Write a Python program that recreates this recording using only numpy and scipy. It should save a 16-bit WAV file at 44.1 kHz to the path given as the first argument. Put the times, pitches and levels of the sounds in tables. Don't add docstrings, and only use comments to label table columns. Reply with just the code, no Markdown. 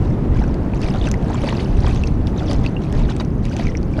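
import sys
import numpy as np
from scipy import signal
from scipy.fft import rfft, irfft
from scipy.io import wavfile
from scipy.ndimage import uniform_filter1d

SR = 44100
rng = np.random.default_rng(int(sys.argv[2]) if len(sys.argv) > 2 else 0)


def store_pcm(level_fs):
    pcm = np.round(np.clip(level_fs, -1, 1) * 32767).astype(np.int16)
    wavfile.write(sys.argv[1], SR, np.atleast_2d(pcm).T)


N = 176400

# t/s, level/dB
WASH_LEVELS = [(0, -32), (1.6, -30.5), (2.1, -34), (2.6, -31), (2.8, -33.5), (3.0, -33.5), (3.3, -36),
               (4, -35)]
# t/s, level/dB
GUST_LEVELS = [(0, -16.5), (.25, -23.5), (.31, -13.5), (.51, -17.5), (.6, -22.5), (1.06, -18.5),
               (1.34, -24), (1.66, -25.5), (1.71, -13), (2.05, -17.5), (2.24, -16.5), (2.34, -23),
               (2.54, -21.5), (2.59, -11), (2.68, -22.5), (2.9, -28), (2.96, -14.5), (3.06, -12.5),
               (3.12, -28), (3.42, -18.5), (3.6, -29), (3.65, -14.5), (3.74, -20), (4, -22.5)]
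# t/s, f/Hz, level/dB, time to fall 60 dB/s
DROP_PLINKS = [(0.389, 2260, -27, .016), (0.7359, 2450, -18, 0.0069), (.9023, 5030, -28, 0.018),
               (1.0138, 3440, -15, 0.0078), (1.0415, 3570, -22, 0.014), (1.071, 2700, -13.5, 0.0086),
               (1.345, 7160, -18.5, 0.0048), (1.476, 4550, -24, 0.016), (1.49, 2830, -14, 0.011),
               (1.569, 4650, -28, 0.018), (2.0368, 2650, -14, 0.014), (2.071, 5340, -22, 0.007),
               (2.2708, 3530, -13.5, 0.005), (2.3832, 3790, -24, 0.011), (2.396, 3420, -23, 0.016),
               (2.4826, 3400, -22.5, 0.013), (2.4966, 4650, -19, 0.009), (2.5115, 4830, -14.5, 0.0057),
               (2.6627, 2640, -10, 0.01), (2.675, 4460, -22, 0.008), (2.766, 2760, -22, 0.04),
               (3.0978, 3950, -23.5, 0.014), (3.1985, 3800, -25, 0.031), (3.199, 4660, -22.5, 0.016),
               (3.6695, 2210, -15, 0.014), (3.687, 2020, -26, 0.032), (3.7517, 2150, -10, 0.0064),
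               (3.7714, 5680, -13.5, 0.0054), (3.938, 2360, -28, 0.02)]
# t/s, level/dB, f/Hz of the tiny bubble
DROP_SMACKS = [(0.543, -27, 4630), (0.747, -23.5, 10500), (.817, -20, 5030), (1.087, -19, 8100),
               (1.1146, -8.5, 6240), (1.1407, -18.5, 1990), (1.494, -19, 7100), (1.948, -18.5, 7940),
               (2.037, -18.5, 5600), (2.271, -20, 4930), (2.5317, -15.5, 5900), (2.663, -20, 4640),
               (2.926, -17.5, 8600), (3.165, -18, 8300), (3.249, -27, 5650), (3.453, -17, 9700),
               (3.566, -14, 6900), (3.67, -24, 4970), (3.83, -27, 4600), (3.977, -28.5, 4290)]
# t/s, f/Hz, level/dB, length of the tumble/s
AIR_POCKETS = [(0.416, 797, -17, 0.016), (0.439, 1470, -23, 0.017), (0.735, 780, -23.5, 0.016),
               (0.946, 719, -18, 0.0123), (.962, 1320, -22, 0.008), (1.081, 1440, -20, 0.013),
               (1.301, 830, -15.5, 0.015), (1.344, 984, -20.5, .015), (1.436, 556, -16, 0.016),
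               (1.474, 890, -21, 0.023), (1.526, 880, -17, 0.0059), (1.528, 1750, -21, 0.012),
               (1.845, 880, -17.5, 0.021), (1.872, 1085, -17.5, 0.018), (2.497, 543, -18.5, 0.01355),
               (2.524, 695, -26, 0.0086), (2.948, 586, -25, 0.026), (3.089, 1460, -20, 0.011),
               (3.199, 1200, -17, 0.0111), (3.594, 667, -19, 0.015), (3.983, 615, -18, 0.017),
               (3.99, 1382, -20.5, 0.021)]
# t/s of the crest, rise/s, fall/s, level/dB, brightness/dB
LEG_SURGES = [(.06, .1, .08, -14, 3), (.368, .03, .1, -6.5, -1), (.77, .015, .015, -8.5, 1),
              (0.829, .025, .13, -1, 0.5), (1.07, .06, .02, .5, -1), (1.33, .08, .14, -5, 0),
              (1.488, .07, .04, 2.5, -1), (1.60, .07, .08, -1.5, 0), (1.88, .09, .11, 0, 0),
              (2.07, .02, .02, -3.5, 1), (2.277, .012, .02, -5, 1), (2.39, .03, .08, -3.5, 0),
              (2.515, .04, .035, 2, 1), (2.655, .04, .03, -3, 0), (2.84, .02, .03, -5.5, 2.5),
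              (2.982, .06, .07, -2, -3.5), (3.099, .015, .03, -1, 1), (3.206, .012, .015, 1, 1),
              (3.46, .025, .03, -6.5, 2), (3.53, .03, .02, -4, 0), (3.595, .04, .08, 0.5, -1),
              (3.97, .05, .06, -8, -2)]

# f/Hz, relative level/dB
HISS_SPECTRUM = [(10500, 0), (11500, -3), (13500, -3), (15500, -13)]
WASH_SPECTRUM = [(150, -0.5), (400, 5), (800, 0.5), (1300, -8.5), (2200, -17.5), (4000, -29.5), (6300, -36),
                 (12000, -52)]
BUFFET_SPECTRUM = [(10, -9), (22, -3), (55, 2), (85, -3.5), (130, -11), (250, -27.5), (4000, -125)]
RUMBLE_SPECTRUM = [(30, -26), (70, -3.5), (120, 1), (200, -1), (300, -5.5), (420, -12.5), (600, -26),
                   (2200, -110)]
FOAM_SPECTRUM = [(300, -5.5), (800, 20.5), (1500, 3.5), (3000, 11), (4500, 0.5), (6200, -4.5), (7400, -6),
                 (10800, -25), (12000, -45)]
SMACK_TONE = [(600, -8), (2000, 1.5), (3500, -2.5), (6200, -4.5), (10800, -17), (15000, -38)]
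FIZZ_TONE = [(1200, 4.5), (2500, 8), (4500, 9.5), (6200, -7.5), (7200, -28), (12000, -46)]
SPRAY_TONE = [(3000, -8.5), (6200, 5.5), (7200, -6.5), (11000, -5.5), (11800, -20), (15500, -28)]

BUBBLE_ATTACK_S = 0.00054


def undb(db):
    return 10 ** (np.asarray(db) / 20)


def unit(x):
    return x / np.sqrt(np.mean(x ** 2))


def curve(rows):
    return np.interp(np.arange(N) / SR, *np.array(rows).T)


def colour(x, points, size=16384):
    hz, db = np.array(points).T
    f = np.maximum(np.fft.rfftfreq(size, 1 / SR), 1)
    gain = undb(np.interp(np.log(f), np.log(hz), db))
    cepstrum = irfft(np.log(gain))
    cepstrum[1:size // 2] *= 2
    cepstrum[size // 2 + 1:] = 0
    impulse = irfft(np.exp(rfft(cepstrum)))
    return signal.fftconvolve(x, impulse)[:N]


def noise(points):
    return unit(colour(rng.standard_normal(N), points))


def flicker(count):
    points = rng.standard_normal(count + 1)
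    return unit(np.interp(np.linspace(0, count, N), np.arange(count + 1), points))


def add(out, start, sound):
    i = int(np.clip(start * SR, 0, N - 1))
    out[i:i + len(sound)] += sound[:N - i]


def sea():
    return noise(WASH_SPECTRUM) * undb(curve(WASH_LEVELS))


def eddies(points):
    turbulence = noise(points)
    power = uniform_filter1d(turbulence ** 2, size=SR // 10)
    return turbulence / np.sqrt(uniform_filter1d(power, size=SR // 20))


def wind(rumble_db=-20.5, easing_db_per_s=0.32):
    from_middle = (np.arange(N) - N / 2) / SR
    rumble_gain = undb(rumble_db - easing_db_per_s * from_middle + 0.5 * flicker(count=80))
    buffets = eddies(BUFFET_SPECTRUM) * undb(curve(GUST_LEVELS))
    return buffets + eddies(RUMBLE_SPECTRUM) * rumble_gain


def scatter(direct, level_db=-12, decay_s=0.0025):
    age = np.arange(SR // 25) / SR
    tail = rng.standard_normal(len(age)) * age * np.exp(-age / decay_s)
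    return direct + undb(level_db) * signal.fftconvolve(direct, tail / np.linalg.norm(tail))[:N]


def bubble(hz, t60, rise, attack_s=BUBBLE_ATTACK_S):
    t = np.arange(int(t60 * SR) + 2) / SR
    phase = 2 * np.pi * hz * t * (1 + rise * t / t60 / 2)
    return np.sin(phase) * np.exp(-np.log(1000) * t / t60) * (1 - np.exp(-t / attack_s))


def drops(rise=0.03, smack_s=0.00086, ring_db=5, ring_cycles=16):
    plinks, ticks = np.zeros(N), np.zeros(N)
    for start, hz, db, t60 in DROP_PLINKS:
        add(plinks, start, undb(db) * bubble(hz, t60, rise))
    age = np.arange(SR // 100) / SR / smack_s
    impact = np.sqrt(age) * np.exp(-age)
    for start, db, hz in DROP_SMACKS:
        add(ticks, start, undb(db) * impact * rng.standard_normal(len(age)))
        add(ticks, start, undb(db + ring_db) * bubble(hz, ring_cycles / hz, rise, attack_s=1 / hz))
    return plinks + colour(ticks, SMACK_TONE)


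def gulps(cycles=26.4, rise=0.3, followers=10, follower_db=-3.5, follower_cycles=6.5, octaves=1.37):
    out = np.zeros(N)
    for start, hz, db, length in AIR_POCKETS:
        add(out, start, undb(db) * bubble(hz, cycles / hz, rise))
        for late, pitch in rng.random((followers, 2)):
            follower_hz = hz * 2 ** (octaves * (pitch - .35))
            follower = bubble(follower_hz, follower_cycles / follower_hz, rise)
            add(out, start + late ** 2 * length, undb(db + follower_db) * follower)
    return out


def churn(treble, calm_db=-23):
    t = np.arange(N) / SR
    power = undb(calm_db) ** 2
    for crest, rise, fall, db, bright_db in LEG_SURGES:
        swell = np.exp(-np.maximum((crest - t) / rise, (t - crest) / fall))
        power = power + (undb(db + treble * bright_db) * swell) ** 2
    return np.sqrt(power)


def cloud(stir, low_hz, high_hz, cycles, spread_db, rise, count):
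    out = np.zeros(N)
    jitter, pitch, ring, strength = rng.random((count, 4)).T
    stirred = np.cumsum(np.sqrt(stir))
    thresholds = stirred[-1] * (np.arange(count) + jitter) / count
    starts = np.minimum(np.searchsorted(stirred, thresholds), N - 1)
    pitches = low_hz * (high_hz / low_hz) ** pitch
    boost_db = spread_db * np.minimum(-np.log(1 - strength), 3.3)
    gains = undb(boost_db) * stir[starts] ** .95
    ring_cycles = cycles * 2 ** (2 * ring - 1)
    for i, hz, gain, turns in zip(starts, pitches, gains, ring_cycles):
        add(out, i / SR, gain * bubble(hz, turns / hz, rise, attack_s=1.2 / hz))
    return out


def wading(slosh_db=-43, fizz_db=-46.5, foam_db=-45.5, spray_db=-52.5):
    slosh = cloud(churn(-1), low_hz=483, high_hz=2485, cycles=16.5, spread_db=5.5, rise=0.3, count=1300)
    fizz = cloud(churn(0.54), low_hz=1718, high_hz=8440, cycles=17, spread_db=8.5, rise=0.06, count=6500)
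    spray = cloud(churn(0.99) ** 0.77, low_hz=3950, high_hz=14100, cycles=20, spread_db=6.0,
                  rise=0.065, count=6000)
    foam = noise(FOAM_SPECTRUM) * churn(0)
    foam *= undb(-3) + undb(6.6 * flicker(count=600))
    return (undb(slosh_db) * unit(slosh)
            + undb(fizz_db) * unit(colour(fizz, FIZZ_TONE))
            + undb(foam_db) * unit(foam)
            + undb(spray_db) * unit(colour(spray, SPRAY_TONE)))


def scene():
    splashing = scatter(wading() + gulps() + drops())
    return (splashing + wind() + sea())[None]


def record(dry, hiss_db=-67.5, top_hz=15500):
    lowpass = signal.ellip(8, .2, 70, top_hz, fs=SR, output="sos")
    return signal.sosfilt(lowpass, dry + undb(hiss_db) * noise(HISS_SPECTRUM))


dry = scene()
out = record(dry)
store_pcm(out)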